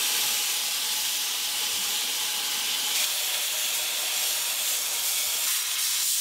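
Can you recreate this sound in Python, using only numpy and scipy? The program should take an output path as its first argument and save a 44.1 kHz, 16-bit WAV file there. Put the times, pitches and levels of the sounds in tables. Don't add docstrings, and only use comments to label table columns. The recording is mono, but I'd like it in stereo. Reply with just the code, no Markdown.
import sys
import numpy as np
from scipy import signal
from scipy.fft import rfft, irfft, next_fast_len
from scipy.io import wavfile
from scipy.ndimage import uniform_filter1d, map_coordinates

SR = 44100
rng = np.random.default_rng(int(sys.argv[2]) if len(sys.argv) > 2 else 0)


def to_wav(sig):
    pcm = np.clip(np.atleast_2d(sig), -1, 1) * 32767
    pcm = np.round(pcm).astype(np.int16)
    wavfile.write(sys.argv[1], SR, pcm.T)


def invert_db(x):
    u = np.asarray(x, float) / 20
    return 10 ** u


N = 273661
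EDGE = 1024


def unit(x):
    return x / np.sqrt(np.mean(x ** 2) + 1e-20)


def along(points, hz):
    f, v = np.transpose(points)
    return np.interp(np.log(hz + 1), np.log(f + 1), v, left=-120)


def wobble(rate):
    knots = rng.standard_normal(int(N * rate / SR) + 4)
    return unit(map_coordinates(knots, [np.arange(N) * rate / SR]))


def filtered(x, response):
    m = next_fast_len(len(x) + 8192)
    return irfft(rfft(x, m) * response(np.fft.rfftfreq(m, 1 / SR)), m)[:len(x)]


def lifted(modes, hz):
    return invert_db(sum(db * np.exp(-np.log(16) * ((hz - c) / w) ** 2) for c, w, db in modes))


def curves(rows):
    s, *cols = np.transpose(rows)
    return np.array([np.interp(np.arange(N) / SR, s, c) for c in cols])


def stepped(rows, moves):
    return np.transpose(rows)[:, np.searchsorted(moves[1:-1], np.arange(N) / SR)]


def bumps(rows):
    t = np.arange(0, N + 8, 8) / SR
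    lift_db = sum(db * np.exp(-.5 * ((t - s) / life) ** 2) for s, life, db in rows)
    return np.interp(np.arange(N) / SR, t, lift_db)


def patchy(x, patch_db, size, bins, frames):
    z = signal.stft(x, nperseg=size)[2]
    field = uniform_filter1d(rng.standard_normal(z.shape), bins, 0)
    field = uniform_filter1d(field, frames, 1)
    return signal.istft(z * invert_db(patch_db * unit(field)), nperseg=size)[1][:N]


def in_hull(x, rust_db, modes_db):
    rusty = patchy(x, rust_db, size=512, bins=6, frames=12)
    return patchy(rusty, modes_db, size=2048, bins=2, frames=8)


def impacts(spread_db):
    return rng.standard_normal(N) * invert_db(spread_db * rng.standard_normal(N))


PLACE_TIMES = [0, 2.95, 5.468, 6.21]
STAGE_TIMES = [0, .55, 1.6, 2.95, 3.055, 4.76, 5.468, 5.575, 5.8, 6.035, 6.21]
PLACE_OF_STAGE = [0, 0, 0, 1, 1, 1, 2, 2, 2, 2]


def by_place(x, response, moves=PLACE_TIMES):
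    ends = np.minimum(np.round(np.multiply(moves, SR)).astype(int), N)
    wide = np.pad(x, EDGE, mode="reflect")
    stretches = []
    for k, (a, b) in enumerate(zip(ends, ends[1:])):
        coloured = filtered(wide[a:b + 2 * EDGE], lambda hz: response(k, hz))
        stretches.append(unit(coloured[EDGE:-EDGE]))
    return np.concatenate(stretches)


# f/Hz, level/dB
WIND_COLOUR = [(10, -17), (50, -15), (100, -7), (150, -20), (200, -17), (370, -120)]
BREEZE_DB = [-71, -71.5, -74]
# t/s, f/Hz, length/s, level/dB
WIND_PUFFS = [(.004, 90, .006, -55), (.228, 70, .007, -56), (.258, 125, .013, -51), (.32, 70, .007, -57),
              (.35, 100, .012, -58), (.76, 60, .006, -57), (1.742, 95, .009, -52), (1.77, 80, .008, -54),
              (1.805, 190, .016, -46), (1.835, 35, .012, -60), (1.89, 80, .015, -60), (2.6, 70, .008, -59),
              (3.365, 90, .005, -56), (5.345, 80, .003, -57), (5.357, 280, .0009, -43),
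              (5.47, 160, .003, -56)]


def wind():
    t = np.arange(N) / SR
    lumps = rng.standard_normal(N) * invert_db(4 * wobble(25))
    breeze = by_place(lumps, lambda k, hz: invert_db(along(WIND_COLOUR, hz)))
    out = breeze * invert_db(np.take(BREEZE_DB, np.searchsorted(PLACE_TIMES[1:3], t)))
    for s, hz, life, db in WIND_PUFFS:
        swell = invert_db(db) * np.exp(-.5 * ((t - s) / life) ** 2)
        out += swell * np.cos(2 * np.pi * hz * (t - s) + rng.uniform(0, 2 * np.pi))
    return out


# f/Hz, level/dB
ROAR_COLOURS = [
    [(88, -47), (150, -11.5), (456, -4), (731, -2), (837, 0), (2200, -0.5), (2860, -49), (4840, -120)],
    [(88, -42), (150, -16.5), (280, -12.5), (451, -13), (700, -4.5), (837, -6), (2200, -5.5), (2860, -32),
     (4840, -120)],
    [(88, -50), (150, -15.5), (451, -11.5), (632, -10), (837, -6.5), (2200, -7), (2860, -32), (4840, -120)],
    [(88, -67), (150, -25), (269, -13), (431, -19), (800, -7), (1500, -8), (2200, -3), (2860, -31),
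     (4840, -120)],
    [(88, -52), (150, -15.5), (540, -7.5), (611, -2.5), (684, -3), (2200, -1), (2860, -32), (4840, -120)],
    [(88, -52), (150, -16), (400, -12), (611, -5), (945, -2.5), (2200, -3.5), (2860, -40), (4840, -120)],
    [(88, -64), (150, -25), (552, -20), (740, -18), (1020, -3.5), (2200, -8), (2860, -23), (4840, -120)],
    [(88, -69), (150, -22), (611, -11), (895, -5), (1060, -2.5), (2200, -7.5), (2860, -33), (4840, -120)],
    [(88, -69), (150, -17), (611, -14), (895, -5), (1060, -5), (2200, -5.5), (2860, -33), (4840, -120)],
    [(88, -40.5), (150, -18), (540, -20), (1000, -14), (1820, -8.5), (2200, -8), (2860, -33), (4840, -120)],
]
# f/Hz, width/Hz, level over the roar/dB
BAY_MODES = [
    [(215, 50, 4), (300, 60, 4), (460, 50, 6.5), (843, 55, 9.5), (930, 40, -2), (1005, 50, 4.5),
     (1160, 50, 4.5), (1420, 90, -3), (1510, 60, 3.5), (1610, 110, 3), (1800, 100, -4.5), (635, 120, -2)],
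    [(240, 60, 3), (340, 55, 4.5), (410, 40, -2), (487, 50, 9), (612, 70, 7.5), (683, 30, -3),
     (742, 45, 6.5), (845, 40, 3), (945, 35, 6), (1070, 45, 2.5), (1135, 30, -2.5), (1190, 40, 1.5),
     (1370, 90, 2), (1660, 150, 2), (1470, 70, -3.5), (1810, 50, -3)],
    [(480, 55, 3), (610, 55, 3), (1050, 90, 3), (1250, 60, 4.5)],
]


def roar(feed):
    x = rng.standard_normal(N) * invert_db(0.29 * feed + 0.32 * wobble(7))
    x = in_hull(x, rust_db=.5, modes_db=1.15)
    return by_place(x, lambda k, hz: invert_db(along(ROAR_COLOURS[k], hz))
                    * lifted(BAY_MODES[PLACE_OF_STAGE[k]], hz), STAGE_TIMES)


# f/Hz, level/dB
PLATE_COLOURS = [
    [(1180, -36), (2000, -12), (2150, -12), (2340, -7.5), (2900, -2.5), (4500, -7), (5850, -41),
     (9900, -120)],
    [(1180, -32), (2000, -12), (2330, -10.5), (2710, -4.5), (3050, -1.5), (3500, -3.5), (4500, -8),
     (5850, -11), (9900, -120)],
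    [(1180, -29), (2000, -15), (2330, -6), (2450, -8), (2710, -3.5), (3040, 0.5), (4500, -7.5), (5850, -13),
     (9900, -120)],
    [(1180, -41), (2050, -16), (2400, -1), (2900, -6), (3340, -3), (4500, -6), (5850, -12), (9900, -120)],
    [(1180, -27), (2000, -20), (2500, -9.5), (2980, -9.5), (3430, -6.5), (3860, -10.5), (4500, -11),
     (5850, -29), (9900, -120)],
    [(1180, -23), (2000, -24.5), (2250, -11.5), (2980, -12.5), (3200, -7), (3500, -8.5), (3860, -12.5),
     (4500, -13), (5850, -27), (9900, -120)],
    [(1180, -30), (2000, -8), (2300, -9.5), (3450, -2.5), (4500, -11), (5850, -38), (9900, -120)],
    [(1180, -23), (2000, -13.5), (3510, -6.5), (3900, -6), (4500, -16), (5850, -15), (9900, -120)],
    [(1180, -21), (2000, -14), (3400, -6), (3900, -5), (4300, -8), (5000, -10.5), (5850, -11), (9900, -120)],
    [(1180, -54), (2000, -19), (2900, -9), (3150, -6), (3570, -6), (4500, -8.5), (5850, -28.5),
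     (9900, -120)],
]
# f/Hz, width/Hz, level/dB
STEEL_MODES = [
    [(2190, 60, -1.5), (2290, 90, 2), (2620, 70, 2), (2720, 120, -1), (2850, 100, 1.5), (2900, 50, -2),
     (3080, 110, 1.8), (3170, 50, -1.5), (3300, 90, 1.2), (3400, 70, 1), (3520, 90, 2), (3650, 60, -2),
     (3920, 70, 2), (4250, 70, 1.5), (4330, 90, -1), (4840, 140, 2), (5310, 90, 2.3), (5430, 110, -1),
     (5950, 150, 2), (6130, 120, -2), (6630, 150, -1.5), (6800, 150, 1.5)],
    [(2200, 110, 3), (2320, 120, -1.5), (2700, 80, 1.2), (3015, 90, -2.5), (3230, 100, 1), (3290, 40, -2.5),
     (3345, 50, 2.5), (3450, 110, 2), (3690, 80, 2), (3830, 70, -1), (3900, 70, 2.5), (3965, 60, -2),
     (4065, 100, 2.8), (4480, 140, 1.7), (5000, 200, -1.5), (6090, 180, -1.5), (6370, 110, 1.5),
     (6800, 150, 1.2), (6940, 100, -1.5), (7250, 250, 1.5), (7850, 100, -1.5), (5600, 300, 1),
     (9850, 300, 1.5), (10250, 300, -1), (12350, 400, -1), (12900, 550, 1.3), (14000, 500, -.8)],
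    [(2010, 90, -3), (2200, 110, 3.5), (2350, 110, -3), (3100, 80, 2), (3550, 90, 1.5), (3640, 90, -2.5),
     (4050, 130, 3), (4240, 160, -2.8), (5620, 350, 2.5), (6800, 250, -1.5), (7170, 220, 3.5),
     (7550, 250, -1.5), (8800, 300, 1.2), (10700, 600, -.8), (12900, 700, 1.5), (14000, 500, -1)],
]


def plate(feed):
    x = impacts(spread_db=2.5) * invert_db(.5 * feed + 0.24 * wobble(15))
    x = in_hull(x, rust_db=.3, modes_db=1.9)
    return by_place(x, lambda k, hz: invert_db(along(PLATE_COLOURS[k], hz))
                    * lifted(STEEL_MODES[PLACE_OF_STAGE[k]], hz), STAGE_TIMES)


# f/Hz, level/dB
GRIT_COLOURS = [
    [(2530, -38), (4300, -13), (5860, -9), (6450, -10.5), (6990, -9.5), (10900, -14.5), (12900, -14.5),
     (15400, -18.5)],
    [(2530, -57), (4300, -18.5), (5020, -7), (6050, -5.5), (7330, -5.5), (9230, -8), (13100, -9.5),
     (15400, -13)],
    [(2530, -31), (4300, -11), (5590, -6), (6770, -4.5), (7260, -6.5), (10800, -8), (12900, -12),
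     (15400, -11)],
]
RIB_DELAYS = [
    (.234, .31, .54, .69),
    (.243, .696, .932, 1.24),
    (.238, .699, .93, 1.258),
]
RIB_LEVELS = [
    (-25.5, -25, -41, -59),
    (-23, -37, -32, -22),
    (-18, -26, -30, -18),
]
LEAN_DELAYS = (.05, .008, .1, -.012)
RIB_SIDES = (1, -1, 1, -1)
# t/s, lean 0-1, facing the ribs/dB, turn to the left ribs/dB
NOZZLE_AIM = [(0, 0.04, -3, 10), (1.5, 0, -9, 3), (2.94, .1, 1, -4), (2.96, 0, -10, -2),
              (3.35, .95, -6, -1), (3.68, 1, 4, 8), (3.86, 0, 0, 2), (4.1, 0, -3, 0), (4.22, 0, 10, -2),
              (4.47, 0.1, 3, -15), (4.7, 0.4, 11, 5), (4.85, 0, -6, -1), (5.16, 0, -2, 5), (5.46, 0, 4, 1),
              (5.7, 0.1, 2, 0), (5.91, 0, 1, 4), (6.21, 0.5, -2, 1)]


def hiss(feed):
    x = impacts(spread_db=2.5) * invert_db(0.64 * feed + 0.27 * wobble(8.2))
    x = in_hull(x, rust_db=-0.14, modes_db=2.5)
    lean, facing_db, left_db = curves(NOZZLE_AIM)
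    wander = np.array([wobble(5) for _ in range(8)])
    tremble_db, tremble_ms = 2 * wander[:4], .007 * wander[4:]
    echo_db = stepped(RIB_LEVELS, PLACE_TIMES) + facing_db + np.outer(RIB_SIDES, left_db) + tremble_db
    echo_db = np.minimum(echo_db, -13.5)
    delay_ms = stepped(RIB_DELAYS, PLACE_TIMES) + np.outer(LEAN_DELAYS, lean) + tremble_ms
    heard_from = np.arange(N) - delay_ms * SR / 1000
    echoes = sum(invert_db(db) * map_coordinates(x, [at], mode="mirror") for db, at in zip(echo_db, heard_from))
    return by_place(x + echoes, lambda k, hz: invert_db(along(GRIT_COLOURS[k], np.minimum(hz, 15400)))
                    * lifted(STEEL_MODES[k], hz))


# hiss level/dB, plate level/dB, roar level/dB
STAGE_LEVELS = [(-30, -32, -41.5), (-31, -31.5, -42), (-30.5, -31.5, -41.5), (-27.5, -28.5, -39.5),
                (-29, -32, -42), (-28.5, -32.5, -42.5), (-25.5, -32, -45), (-29, -33.5, -43.5),
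                (-32, -34.5, -44.5), (-31.5, -38, -47)]
# t/s, grit feed level/dB, reach into the bay level/dB
JET_MOVES = [(0, 2.5, 2.5), (.3, 3, 1.3), (.8, 0.5, -0.2), (1.0, 2.3, -1.5), (1.25, 0.5, -1.4),
             (1.9, 0.5, 0), (2.55, -1, 1.5), (2.9, 0.4, 0.9), (3.45, -0.4, 1), (3.8, -1.1, 0.7),
             (3.95, -1.5, 0.4), (4.27, 1, 0.6), (4.5, -0.8, 0.5), (4.7, 0.5, -0.5), (4.9, 0, 0.5),
             (5.17, 1.5, -1.5), (5.68, -0.5, -0.5), (5.86, 6.5, 3.5)]
# t/s, length/s, level/dB
FEED_SURGES = [(.105, 0.037, 1), (.42, 0.045, -0.5), (.63, 0.036, 0), (.59, .006, 0), (.745, .006, 1.5),
               (.9, .006, -2), (1.57, 0.027, 0), (2.42, .012, -2), (2.52, 0.063, 1.5), (3.18, 0.035, -0.8),
               (3.44, .025, 0.5), (3.5, 0.018, -1.5), (3.59, .025, 0.5), (3.66, .06, 0.4),
               (3.76, 0.027, 2.5), (4.3, 0.064, 0), (4.7, 0.039, 1.5), (4.9, .09, -0.5), (5.02, .015, -1.5),
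               (5.08, .03, 1.7), (5.56, .015, 0), (5.595, .015, 1), (5.79, .01, 0.5), (5.627, .002, 3),
               (5.905, .002, 0), (5.97, .04, -1), (6.17, .03, -1), (5.44, .02, 0.5), (5.66, .02, -1.5),
               (5.72, .015, -1), (5.77, 0.014, -5), (6.12, 0.031, 0.7)]
# t/s, length/s, level/dB
FREE_PANELS = [(.21, 0.055, 1), (.94, .05, 1), (1.99, .05, 1), (2.72, 0.028, 3), (2.81, 0.018, 0),
               (3.69, .06, 0.8), (4.11, 0.076, 0.8), (4.74, 0.031, 1.5), (4.86, 0.099, -2),
               (5.15, 0.042, 0), (5.77, 0.034, 1), (1.46, .1, -0.2), (3.41, .1, 0), (5.63, 0.028, 0.5),
               (2.25, 0.093, -.5)]
# t/s, length/s, level/dB
BAY_CORNERS = [(.21, 0.057, 1.5), (1.32, 0.054, 1.5), (1.6, 0.1, 1), (1.95, 0.13, 0.5), (2.58, 0.054, 1),
               (3.48, 0.036, -1.5), (4.0, 0.081, 2), (5.9, 0.088, -6), (6.12, 0.053, -6.5), (5.75, .02, -1),
               (0.47, .15, -0.9), (2.32, .12, -0.5), (7.5, .03, 1), (4.5, .1, -.5)]


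def levels():
    feed_db, reach_db = curves(JET_MOVES)
    since = np.arange(N) / SR - PLACE_TIMES[2]
    swing_db = 10.5 * np.exp(-abs(since) / 0.04) * (since > 0)
    hiss_db = feed_db + bumps(FEED_SURGES) + 0.13 * swing_db
    plate_db = 0.26 * feed_db + 0.41 * reach_db + bumps(FREE_PANELS)
    roar_db = 0.11 * feed_db + reach_db + bumps(BAY_CORNERS) + swing_db
    return stepped(STAGE_LEVELS, STAGE_TIMES) + [hiss_db, plate_db, roar_db]


# t/s, length/s, level/dB
GRIT_CLOTS = [(1.057, .004, 2), (1.339, 0.0018, 1), (1.958, .005, 1), (2.887, .003, 1), (2.997, .003, 0),
              (3.032, 0.001, 2), (3.043, 0.0024, 5.5), (3.197, 0.0037, 2), (3.348, .004, 4.5),
              (3.648, 0.0042, 2.5), (4.27, .006, 3), (4.418, .002, 1), (4.675, .006, 2), (4.995, .004, 2),
              (5.18, .003, 3), (5.49, .003, 2), (5.627, .002, 2), (5.714, .003, 4), (5.87, .002, 2)]


def scene():
    feed = 0.17 * wobble(13) + .5 * wobble(30) + 0.22 * wobble(90)
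    clots_db = bumps(GRIT_CLOTS)
    breeze = wind()
    bay = roar(feed)
    steel = plate(feed) * invert_db(clots_db)
    grit = hiss(feed) * invert_db(0.29 * clots_db)
    mono = np.sum(invert_db(levels()) * np.array([grit, steel, bay]), axis=0) + breeze
    return np.array([mono, mono])


def top_cut(x):
    return signal.sosfilt(signal.butter(12, 17040, fs=SR, output="sos"), x)


# t/s, number of bands
SPREADS = [(.056, 2), (.241, 1), (.497, 1), (.822, 1), (.984, 2), (1.147, 1), (1.309, 1), (1.402, 1),
           (1.472, 1), (1.681, 2), (1.983, 3), (2.494, 1), (2.772, 2), (2.865, 1), (2.981, 3), (3.399, 4),
           (3.562, 2), (3.724, 3), (3.794, 1), (3.864, 1), (4.096, 2), (4.978, 3), (5.373, 1), (5.396, 2),
           (5.419, 1), (5.768, 3), (5.837, 1), (5.93, 2), (6.046, 1)]


def record(dry):
    top_hz, low_edge_hz, width_hz = 15730, 4200, 1450
    hop, offset = 1024, 403
    mid, side = filtered(dry[0], lambda f: f < top_hz), np.zeros(N)
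    n = np.arange(2 * hop) + .5
    window = np.sin(np.pi * n / (2 * hop))
    line = np.arange(hop) + .5
    basis = window * np.cos(np.pi / hop * np.outer(line, n + hop / 2)) * np.sqrt(2 / hop)
    lows = np.arange(low_edge_hz, top_hz - 1, width_hz)
    for s, count in SPREADS:
        start = offset + hop * (round((s * SR - offset) / hop) - 1)
        frame = slice(start, start + 2 * hop)
        for low_hz in rng.permutation(lows)[:count]:
            high_hz = min(low_hz + width_hz, top_hz)
            band = basis[round(low_hz * 2 * hop / SR):round(high_hz * 2 * hop / SR)]
            lines = band @ mid[frame]
            mid[frame] -= (1 - np.sqrt(.5)) * lines @ band
            side[frame] += invert_db(-2.8) * rng.permutation(lines) @ band
    return top_cut(np.array([mid + side, mid - side]))


dry = scene()
out = record(dry)
to_wav(out)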